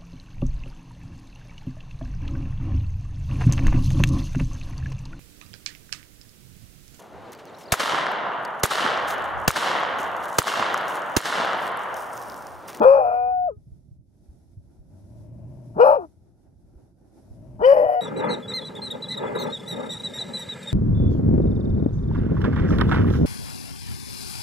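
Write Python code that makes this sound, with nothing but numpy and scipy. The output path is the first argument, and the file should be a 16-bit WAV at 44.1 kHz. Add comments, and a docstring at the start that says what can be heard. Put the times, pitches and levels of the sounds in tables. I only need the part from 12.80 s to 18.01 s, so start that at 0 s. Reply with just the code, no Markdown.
"""A hound howls three times, close by, on a rocky shore: two coupled vocal oscillations a fifth apart and
fluttering tissue share one glottis, whose pulses excite the resonances of throat and mouth. Each howl starts as
a brassy bark, splits into two clashing pitches with a harsh flutter, then settles on the upper or drops away.
A faint low growl, a hum with chopped noise, swells ahead of the later howls. Light wind bumps the microphone as
low noise and short swings, over a faint sea of coloured noise.
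"""
import sys
import numpy as np
from scipy import signal
from scipy.fft import rfft, irfft, next_fast_len
from scipy.io import wavfile
from scipy.ndimage import uniform_filter1d, minimum_filter1d

SR = 44100
rng = np.random.default_rng(int(sys.argv[2]) if len(sys.argv) > 2 else 0)


def digitize_waveform(pressure):
    """Quantize a signal to 16-bit integers and store it at the path in sys.argv[1].

    Rows of a 2-D input are taken as channels; values are limited to [-1, 1].
    """
    field = np.atleast_2d(pressure).T
    bounded = np.clip(field, -1, 1)
    quanta = np.round(bounded * 32767).astype(np.int16)
    wavfile.write(sys.argv[1], SR, quanta)


N = 229740
TIME = np.arange(N) / SR

# stages of a howl: softness of a change of stage and of register, fading of the flutter, half length of the blare
STAGE_S, HANDOVER_S, CALM_S, BLARE_S = .005, .016, .013, .016
VOICE_DB, UPPER_DB = 3, 1   # level of the voice; extra carry of the upper tone
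UPPER_RATIO = 3 / 2   # the two oscillations lock a fifth apart
FLUTTER_HZ = 607.8
# before the voice catches
HOARSE_RASP_DB, HOARSE_FLUTTER_DB, HOARSE_LOWER_DB = -2.5, -5, -4
CLEAR_RASP_DB = -47   # rasp on the upper tone alone
LOWER_REST_DB = -15.5   # the lower tone while the upper one leads
LEAD_TREBLE_DB, PURE_TREBLE_DB = 2.5, -8.5   # while the upper tone leads; added once the lower tone has stopped
CLASH_BRIGHT_DB = 1.5   # clashing folds close more sharply
# the voice is duller until this long before the blare, while the jaw opens
OPENING_S, OPENING_DB_PER_S = .0067, 250
OVERTONES_FADE_DB_PER_S, TREBLE_FADE_DB_PER_S = 59.5, 43   # as the jaw closes
# as the pitch drops below this the folds slacken, fully after this range
SLACK_HZ, SLACK_RANGE_HZ = 469.6, 131.5
SLACK_RASP_DB, SLACK_OVERTONES_DB = -6, 3   # slack folds buzz
SLACK_RELIEF = .85   # share of the overtones' fade that slack folds undo
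# this long after the blare the closures turn ragged, until the flutter ends
RAGGED_AFTER_S = .023
MISTIMING, RAGGED_MISTIMING = .11, .24   # radians at full snap: always; added while ragged
MOUTH_NULL_HZ, MOUTH_NULL_Q = 3779, 3   # antiresonance of the mouth
GROWL_START_HZ, GROWL_TOP_HZ = 95.45, 121.8
# a growl builds over this share of its length, then holds
GROWL_BUILD_SHARE, HUM_SWELL_DB, RATTLE_SWELL_DB = .6, 11.5, 9
DIFFUSE_DB, DIFFUSE_S, DIFFUSE_HZ = -8, .004, 5000   # diffuse top treble: level, decay, lower edge
CEILING, CUTOFF_HZ = .97, 15600   # limiter, as a share of full scale; upper edge of the sound


def from_db(db):
    """Amplitude ratio on the decibel scale: 20 dB is a factor of ten."""
    return 10 ** (np.asarray(db) / 20)


def rms_one(x):
    """Normalization of the mean power to one."""
    return x / np.sqrt(np.mean(x ** 2) + 1e-20)


def in_time(rows, t):
    """Linear interpolation of each column of a curve at the times t."""
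    s, *columns = np.transpose(rows)
    return [np.interp(t, s, c) for c in columns]


def span(start_s, end_s, fade=.008):
    """Gating: the times from start to end, and a gate whose short ramps avoid clicks."""
    t = TIME[(TIME >= start_s - fade) & (TIME <= end_s + fade)]
    return t, np.clip(np.minimum(t - t[0], t[-1] - t) / fade, 0, 1)


def after(t, s, soft_s=STAGE_S):
    """Sigmoid transition from 0 to 1 about the time s."""
    return (1 + np.tanh((t - s) / (2 * soft_s))) / 2


def drift(rate, size):
    """Low-passed random fluctuation that changes about `rate` times a second; spread 1."""
    r = np.exp(-2 * np.pi * rate / SR)
    run_in = SR // 4
    noise = rng.standard_normal(size + run_in)
    return rms_one(signal.lfilter([1 - r], [1, -2 * r, r * r], noise)[run_in:])


def high_pass(x, hz, order=4):
    """Butterworth high-pass: flat above its edge."""
    return signal.sosfilt(signal.butter(order, hz, "high", fs=SR, output="sos"), x)


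def low_pass(x, hz, order=10):
    """Butterworth low-pass: flat below its edge."""
    return signal.sosfilt(signal.butter(order, hz, "low", fs=SR, output="sos"), x)


def resonate(x, modes):
    """Parallel damped resonances, each applied twice so that the valleys stay dark."""
    out = 0
    for hz, width, db in modes:
        r = np.exp(-np.pi * width / SR)
        b = (1 - r * r) / 2 * np.array([1, 0, -1])
        a = [1, -2 * r * np.cos(2 * np.pi * hz / SR), r * r]
        out = out + from_db(db) * signal.lfilter(b, a, signal.lfilter(b, a, x))
    return out


def evened(x, size=700):
    """Automatic gain: holds the moving rms near 1 while keeping the fine grain."""
    power = uniform_filter1d(uniform_filter1d(x * x, size), size)
    return x / np.sqrt(np.abs(power) + 1e-20)


def coloured(x, spectrum):
    """Spectral shaping of noise through (frequency [Hz], relative level [dB]) points; rms 1."""
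    hz, db = np.transpose(spectrum)
    size = next_fast_len(x.shape[-1])
    bins = np.maximum(np.fft.rfftfreq(size, 1 / SR), 1)
    gain = from_db(np.interp(np.log(bins), np.log(hz), db, left=-120, right=-120))
    return rms_one(irfft(rfft(x, size) * gain, size)[..., :x.shape[-1]])


def oscillator(hz):
    """Phase is the integral of frequency: a unit rotation that follows a pitch curve."""
    return np.exp(2j * np.pi * np.cumsum(hz) / SR)


def delayed(x, seconds):
    """Travel time: the sound arrives later by a path delay."""
    return np.interp(TIME - seconds, TIME, x, left=0)


def stereo_noise(alike):
    """Partial coherence: two noises that share the fraction `alike` of their power."""
    alike = np.clip(alike, 0, 1)
    return np.sqrt(alike) * rng.standard_normal(N) + np.sqrt(1 - alike) * rng.standard_normal((2, N))


def bumps(rows, rise_s, wobble):
    """Damped transients: each event swells and dies within a few uneven cycles."""
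    out = np.zeros(N)
    for s, db, hz in rows:
        start = max(int(s * SR), 0)
        age = TIME[:min(SR // 8, N - start)] / rise_s
        swing = oscillator(hz * (1 + wobble * drift(34, len(age)))).imag
        out[start:start + len(age)] += from_db(db) * swing * age * np.exp(1 - age)
    return out


def sea(swell_db=3.23, lap_db=2.0):
    """Amplitude-modulated broadband noise: a faint wash swells and laps, with a thin hiss on top."""
    # mean course before the swell: (time [s], wash level [dB], hiss level [dB])
    sea_levels = [(0, -71.5, -89.5), (1.3, -74, -81.5), (1.9, -63, -78), (2.7, -64, -72),
                  (3.4, -66.5, -80.5), (4.3, -59, -78.5), (5.2, -62.5, -67.5)]
    # spectra of wash and hiss: (frequency [Hz], relative density [dB])
    wash_colour = [(120, -21), (200, -3), (340, 1), (460, -11), (650, -9), (850, -13.5), (1130, -29),
                   (1400, -23), (2000, -36), (3200, -45.5)]
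    hiss_colour = [(1800, -4.5), (3000, -10.5), (3600, -3.5), (4300, -5), (5500, 0.5), (7500, -6),
                   (11300, -0.5), (12500, -12), (15000, -20)]
    wash, hiss = from_db(in_time(sea_levels, TIME) + swell_db * drift(3.5, N))
    wash = wash * from_db(lap_db * drift(9.2, N))
    return wash * coloured(stereo_noise(.44), wash_colour) + hiss * coloured(stereo_noise(.073), hiss_colour)


def wind(left_db=-1.5, right_db=1, lumpy_db=2.5):
    """Turbulent pressure at the ports: a lumpy low rumble, only partly coherent between them."""
    # strength before the balance of the ports: (time [s], level [dB])
    wind_strength = [(0, -49.5), (.8, -52), (1.35, -56.5), (2.0, -52), (2.6, -46), (3.4, -55), (4.3, -58),
                     (4.8, -46), (5.2, -51.5)]
    # spectrum: (frequency [Hz], relative density [dB])
    wind_colour = [(12, -45), (20, -16), (59, 0), (118, -2.5), (172, -7.5), (274, -15), (349, -17.5),
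                   (458, -31.5), (600, -27), (780, -50), (1320, -120)]
    level, = in_time(wind_strength, TIME)
    lumps = lumpy_db * np.array([drift(10, N), drift(11, N)])
    rumble = rms_one(coloured(stereo_noise(.46), wind_colour) * from_db(lumps))
    return rumble * from_db(level) * from_db([[left_db], [right_db]])


def buffets(rise_s=.0088, left_db=-1, right_db=1):
    """Eddy pressure transients: each shoves either port to and fro in its own way."""
    # single buffets before the balance: (time [s], peak of the envelope [dB], mean pitch [Hz])
    buffet_events = [(0.765, -39.5, 85.7), (0.869, -41.5, 114), (0.916, -37.5, 71.4), (1.111, -37.5, 104),
                     (1.185, -43.5, 99.6), (1.487, -38.5, 64.3), (1.769, -34, 102.6), (1.991, -40.5, 56.6),
                     (3.954, -40.5, 66), (4.505, -35, 70.5), (4.802, -37, 73.8), (5.052, -37, 113)]
    return np.array([from_db(db) * bumps(buffet_events, rise_s, wobble=.22) for db in (left_db, right_db)])


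def growl(row, jitter=.06, shimmer_db=3.0, throb=.82, rattle_pan_db=4.5):
    """Relaxation of slack throat tissue: it hums at a low, unsteady pitch and chops the air into a rattle."""
    # spectrum of the rattle: (frequency [Hz], relative density [dB])
    rattle_colour = [(110, -10.5), (160, 1.5), (250, -3), (340, -7), (460, -22.5), (620, -6), (760, -23.5),
                     (950, -23), (1200, -37), (2100, -43), (3200, -47)]
    start_s, end_s, hum_db, rattle_db = row
    t, gate = span(start_s, end_s, fade=.033)
    size = len(t)
    loose = np.clip(1 - (t - start_s) / (GROWL_BUILD_SHARE * (end_s - start_s)), 0, 1)
    hz = GROWL_TOP_HZ + (GROWL_START_HZ - GROWL_TOP_HZ) * loose
    flap = oscillator(hz * (1 + jitter * drift(22, size))).real
    hum_level = from_db(hum_db - HUM_SWELL_DB * loose + shimmer_db * drift(14, size))
    hum = np.sqrt(2) * flap * hum_level
    chopped = rng.standard_normal(size) * (1 + np.clip(throb, 0, 1) * flap / 2)
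    rattle = coloured(chopped, rattle_colour) * from_db(rattle_db - RATTLE_SWELL_DB * loose)
    # the rattle is louder on the left
    sides = [gate * (hum + rattle * from_db(side * rattle_pan_db)) for side in (1, -1)]
    return np.array([np.interp(TIME, t, x, left=0, right=0) for x in sides])


def closures(cycle, snap, mistiming):
    """Glottal pulse train as a geometric series: each harmonic is `snap` times the one below, no fundamental."""
    # slightly mistimed, one pulse per turn of the rotation
    cycle = cycle * np.exp(1j * mistiming * snap * drift(320, len(cycle)))
    return evened((cycle ** 2 / (1 - np.clip(snap, 0, .9) * cycle)).real)


def registers(t, low_hz, effort_db, stages):
    """Vocal registers share a howl's power: hoarse, bark, clash and clear tone, then slack folds."""
    blare_s, catch_s, split_s, calm_s, lead_s, stop_s, close_s = stages[:7]
    sharp, flutter_db, upper_db, bark_rasp_db, clash_rasp_db, overtones_db, treble_db, blare_db, wide_db = stages[7:]
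    hoarse = 1 - after(t, catch_s)
    calm = after(t, calm_s, CALM_S)
    clash = after(t, split_s) * (1 - calm)
    ragged = after(t, blare_s + RAGGED_AFTER_S) * (1 - calm)
    lead = after(t, lead_s, HANDOVER_S)
    pure = after(t, stop_s, CALM_S)
    slack = calm * np.clip((SLACK_HZ - low_hz) / SLACK_RANGE_HZ, 0, 1)
    low = (1 - lead) * from_db(HOARSE_LOWER_DB * hoarse) + from_db(LOWER_REST_DB) * lead * (1 - pure)
    high = lead + from_db(upper_db) * (1 - lead) * (clash + hoarse + slack)
    flutter = from_db(flutter_db) * clash + from_db(HOARSE_FLUTTER_DB) * hoarse
    lower_rasp = from_db(bark_rasp_db) * (1 - clash) + from_db(SLACK_RASP_DB) * slack
    rasp = (from_db(HOARSE_RASP_DB) * hoarse + from_db(clash_rasp_db) * clash
            + from_db(CLEAR_RASP_DB) * lead + lower_rasp * (1 - lead))
    level_db = effort_db + VOICE_DB
    parts = np.array([low, high, flutter, rasp])
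    parts = parts / np.linalg.norm(parts, axis=0) * from_db(level_db + UPPER_DB * lead)
    # the voice brightens as the jaw opens, blares briefly at full strength and dulls as the jaw closes
    opening = np.maximum(blare_s - OPENING_S - t, 0)
    closing = np.maximum(t - close_s, 0)
    blare = np.exp(-((t - blare_s) / BLARE_S) ** 2)
    wide = from_db(level_db + wide_db) * blare
    bright_db = level_db - OPENING_DB_PER_S * opening + blare_db * blare + CLASH_BRIGHT_DB * clash
    overtones_fade_db = OVERTONES_FADE_DB_PER_S * closing * (1 - SLACK_RELIEF * slack)
    overtones = from_db(bright_db + overtones_db - overtones_fade_db + SLACK_OVERTONES_DB * slack)
    treble = from_db(bright_db + treble_db - TREBLE_FADE_DB_PER_S * closing
                     + LEAD_TREBLE_DB * lead + PURE_TREBLE_DB * pure)
    # the upper tone runs sharp until it leads; over a slack lower tone it slips to the octave
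    ratio = UPPER_RATIO * (1 + sharp * (1 - lead))
    high_hz = low_hz * (ratio + (2 - ratio) * slack * (1 - lead))
    return high_hz, *parts, overtones, treble, wide, ragged


def howl(pitch, loudness, stages, throat, mouth, wide_mouth, jitter=.0019, lower_jitter=.02, upper_jitter=.032,
         flutter_jitter=.038, shimmer_db=4.0, air_db=-10, lower_drive=2.6):
    """Source and filter: two oscillations and fluttering tissue share a glottis whose closures make overtones."""
    # resonances of the turbulent rasp: (frequency [Hz], width of one pass [Hz], relative level [dB])
    rasp_modes = [(498.3, 180, 3.5), (817, 360, 10), (1260, 600, -11.5)]
    t, gate = span(loudness[0][0], loudness[-1][0])
    size = len(t)
    low_hz, effort_db = in_time(pitch, t) + in_time(loudness, t)
    high_hz, low, high, flutter, rasp, overtones, treble, wide, ragged = registers(t, low_hz, effort_db, stages)
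    effort = np.sqrt(low ** 2 + high ** 2 + flutter ** 2 + rasp ** 2)

    # the more the tissue flutters, the less steady the voice is; the upper tone is steady once it leads
    rough = np.hypot(flutter, rasp) / effort
    lower = oscillator(low_hz * (1 + (jitter + lower_jitter * rough) * drift(57, size)))
    upper = oscillator(high_hz * (1 + (jitter + upper_jitter * (1 - high / effort)) * drift(70, size)))
    loose = oscillator(FLUTTER_HZ * (1 + flutter_jitter * drift(45, size)))
    motion = 0
    for level, part in ((low, lower), (high, upper), (flutter, loose)):
        motion = motion + level * part.real * from_db(shimmer_db * rough * drift(59, size))
    turbulence = low_pass(high_pass(resonate(rng.standard_normal(size), rasp_modes), 330), 1550)
    voice = np.sqrt(2) * motion + rasp * evened(turbulence)

    # closing on the summed motion gives sum and difference tones; the folds snap harder with effort
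    cycle = np.exp(1j * np.angle(signal.hilbert(voice)))
    snap = np.interp(20 * np.log10(effort), [-21, -9], [.62, .85])
    mistiming = MISTIMING + RAGGED_MISTIMING * ragged
    shared_pulses = closures(cycle, snap, mistiming)
    lower_pulses = np.tanh(lower_drive * low / effort) * closures(lower, snap, mistiming)
    # air hisses through while the glottis is open
    air = from_db(air_db) * (rough + .12) * (1 + cycle.real) * rng.standard_normal(size)
    source = shared_pulses + lower_pulses + air

    throat_sound = low_pass(high_pass(resonate(source, throat), 900, order=6), 1650)
    mouth_null = signal.iirnotch(MOUTH_NULL_HZ, MOUTH_NULL_Q, fs=SR)
    mouth_sound = high_pass(signal.lfilter(*mouth_null, resonate(source, mouth)), 1400, order=6)
    voice = voice + overtones * evened(throat_sound) + treble * evened(mouth_sound)
    voice = voice + wide * evened(resonate(source, wide_mouth))
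    return np.interp(TIME, t, gate * voice, left=0, right=0)


def beside_microphone(dog):
    """Diffraction and reflection: the right port hears a muzzle on the left later; rocks return the treble."""
    # the right port in the shadow of the housing: (frequency [Hz], lag [s], level [dB])
    shadow = [(151, 0.00012, 3), (383.5, 0.00073, -5.5), (540, 0.0002, -5), (760, 0.00034, -4.5),
              (1020, .00034, -9), (1210, 0.00025, -4), (1594, 0.00032, -7), (2080, 0.00031, -7.5),
              (2750, .00037, -11), (5000, 0.00016, -9), (10900, 0.00012, -7.5)]
    # echoes off small rocks: (delay [s], left level [dB], right level [dB])
    rocks = [(.0017, -21, -18.5), (.0074, -23, -22), (.019, -31.5, -33.5), (0.041, -47, -45)]
    size = next_fast_len(N + SR // 10)
    bins = np.maximum(np.fft.rfftfreq(size, 1 / SR), 1)
    hz, *columns = np.transpose(shadow)
    lag, db = (np.interp(np.log(bins), np.log(hz), c) for c in columns)
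    path = from_db(db) * np.exp(-2j * np.pi * bins * lag)
    right = irfft(rfft(dog, size) * path, size)[:N]
    out = np.array([dog, right])
    bright = high_pass(dog, 1400, order=1)
    for seconds, left_echo_db, right_echo_db in rocks:
        out = out + from_db([[left_echo_db], [right_echo_db]]) * delayed(bright, seconds)
    # a short decaying noise tail, different in each port, makes the top treble diffuse and wide
    tail = rng.standard_normal((2, SR // 10)) * np.exp(-TIME[:SR // 10] / DIFFUSE_S)
    tail = from_db(DIFFUSE_DB) * tail / np.linalg.norm(tail, axis=1, keepdims=True)
    return out + signal.fftconvolve(high_pass(dog, DIFFUSE_HZ)[None], tail)[:, :N]


def scene():
    """Superposition: the dog close to the microphone, in light wind by the sea."""
    # lower vocal oscillation in each howl: (time [s], pitch [Hz])
    pitches = [(0.0, 201.2), (.02, 440.4), (.06, 518.1), (.13, 557.1), (.2, 529.6), (.25, 481), (.51, 494),
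               (0.674, 478), (0.719, 278.4)], [(2.95, 151.1), (2.98, 309.7), (3.0, 451.9), (3.05, 529.7), (3.1, 540),
                                (3.158, 585), (3.176, 510.4), (3.19, 402), (3.26, 305.8)], [(4.78, 173), (4.83, 464.5), (4.85, 503.2), (4.88, 539.9),
                                                 (4.92, 564.4), (4.95, 516.7), (5.04, 499), (5.12, 487.6),
                                                 (5.21, 479.6)]
    # loudness of each howl before the level of the voice: (time [s], level [dB])
    efforts = [(0.0, -30.5), (0.014, -17.5), (0.036, -16.5), (0.062, -7), (0.184, -17), (0.238, -23),
               (0.688, -25), (0.775, -69)], [(2.95, -49), (3.002, -13.5), (3.036, -8), (3.06, -12.5), (3.072, -11.5),
                                 (3.168, -18.5), (3.194, -32), (3.25, -41), (3.275, -67)], [(4.797, -37.5), (4.815, -26), (4.853, -12),
                                                   (4.875, -10.5), (4.917, -10.5), (4.957, -19.5),
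                                                   (4.965, -15.5), (5.069, -21), (5.077, -23.5),
                                                   (5.21, -22.5)]
    # stages of each howl; a time past its end means never: (blare [s], voice catches [s], splits [s],
    # flutter ends [s], upper tone leads [s], lower tone stops [s], jaw closes [s], upper tone sharp [share],
    # flutter [dB], clashing upper tone [dB], bark rasp [dB], clash rasp [dB], overtones [dB], treble [dB],
    # blare [dB], wide mouth [dB]), levels relative to the other parts or to the voice
    stages = [(.031, .05, .145, .352, .205, .51, 0.39, .01, -6.5, -14, -17.5, -14, -17.5, -35.5, 9.5, -26.5),
              (3.015, 3.0, 3.046, 3.15, 3.5, 3.5, 3.065, .06, 1, -1, -20, -3, -15, -37, 7.5, -25),
              (4.843, 4.826, 4.932, 5.145, 5.07, 5.5, 5.15, .04, 3.5, -10.5, -24, -14, -21, -28, 11.5, -12)]
    # resonances of throat, mouth and, during the blare, wide-open mouth in each howl:
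    # (frequency [Hz], width of one pass [Hz], relative level [dB])
    throats = [(1024, 190, 0.5), (1226, 240, -1.5)], [(938.5, 180, 0.00058), (1206, 210, 0.0011)], [(1000, 150, 1), (1450, 440, -9.5)]
    mouths = [(1920, 280, -13.5), (2485, 140, 2), (2948, 130, -18.5), (4780, 1400, -15), (7050, 330, -17),
              (11300, 2900, -8), (13000, 1200, -19.5)], [(1960, 200, -11), (2490, 180, 0.5), (2814, 73, -4.5), (3650, 130, -13.5),
                               (4170, 280, -6.5), (5000, 600, -7.5), (6100, 400, -17), (11500, 1800, 0),
                               (12800, 1000, -6.5)], [(1913, 220, 2), (2456, 200, -7), (2953, 110, -0.5),
                                                (4740, 390, -9), (5130, 630, -10.5), (7410, 400, -17.5),
                                                (11400, 2400, -6.5), (13200, 1200, -16.5)]
    wide_mouths = [(1650, 300, 2), (3280, 450, -1)], [(1380, 200, 7), (2830, 260, 0)], [(1900, 200, 4), (3010, 130, 0)]
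    # chesty grunts that open the howls: (time [s], peak of the envelope [dB], mean pitch [Hz])
    grunts = [(0.0, -21, 205.3), (2.957, -31.5, 161.8), (4.797, -36, 222)]
    # growls before their swell and shimmer: (start [s], end [s], hum level [dB], rattle level [dB])
    growls = [(2.121, 2.951, -43, -50.5), (4.45, 4.79, -47, -51)]
    howls = sum(howl(*parts) for parts in zip(pitches, efforts, stages, throats, mouths, wide_mouths))
    dog = howls + bumps(grunts, rise_s=.009, wobble=.13)
    return beside_microphone(dog) + sum(growl(row) for row in growls) + wind() + buffets() + sea()


def record(dry, size=220):
    """Look-ahead limiting: a smooth gain holds the peaks under the ceiling, then the top is cut."""
    allowed = CEILING / np.maximum(np.abs(dry).max(axis=0), CEILING)
    gain = uniform_filter1d(uniform_filter1d(minimum_filter1d(allowed, 2 * size), size), size)
    return signal.sosfilt(signal.cheby2(12, 70, CUTOFF_HZ, fs=SR, output="sos"), gain * dry)


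dry = scene()
out = record(dry)
digitize_waveform(out)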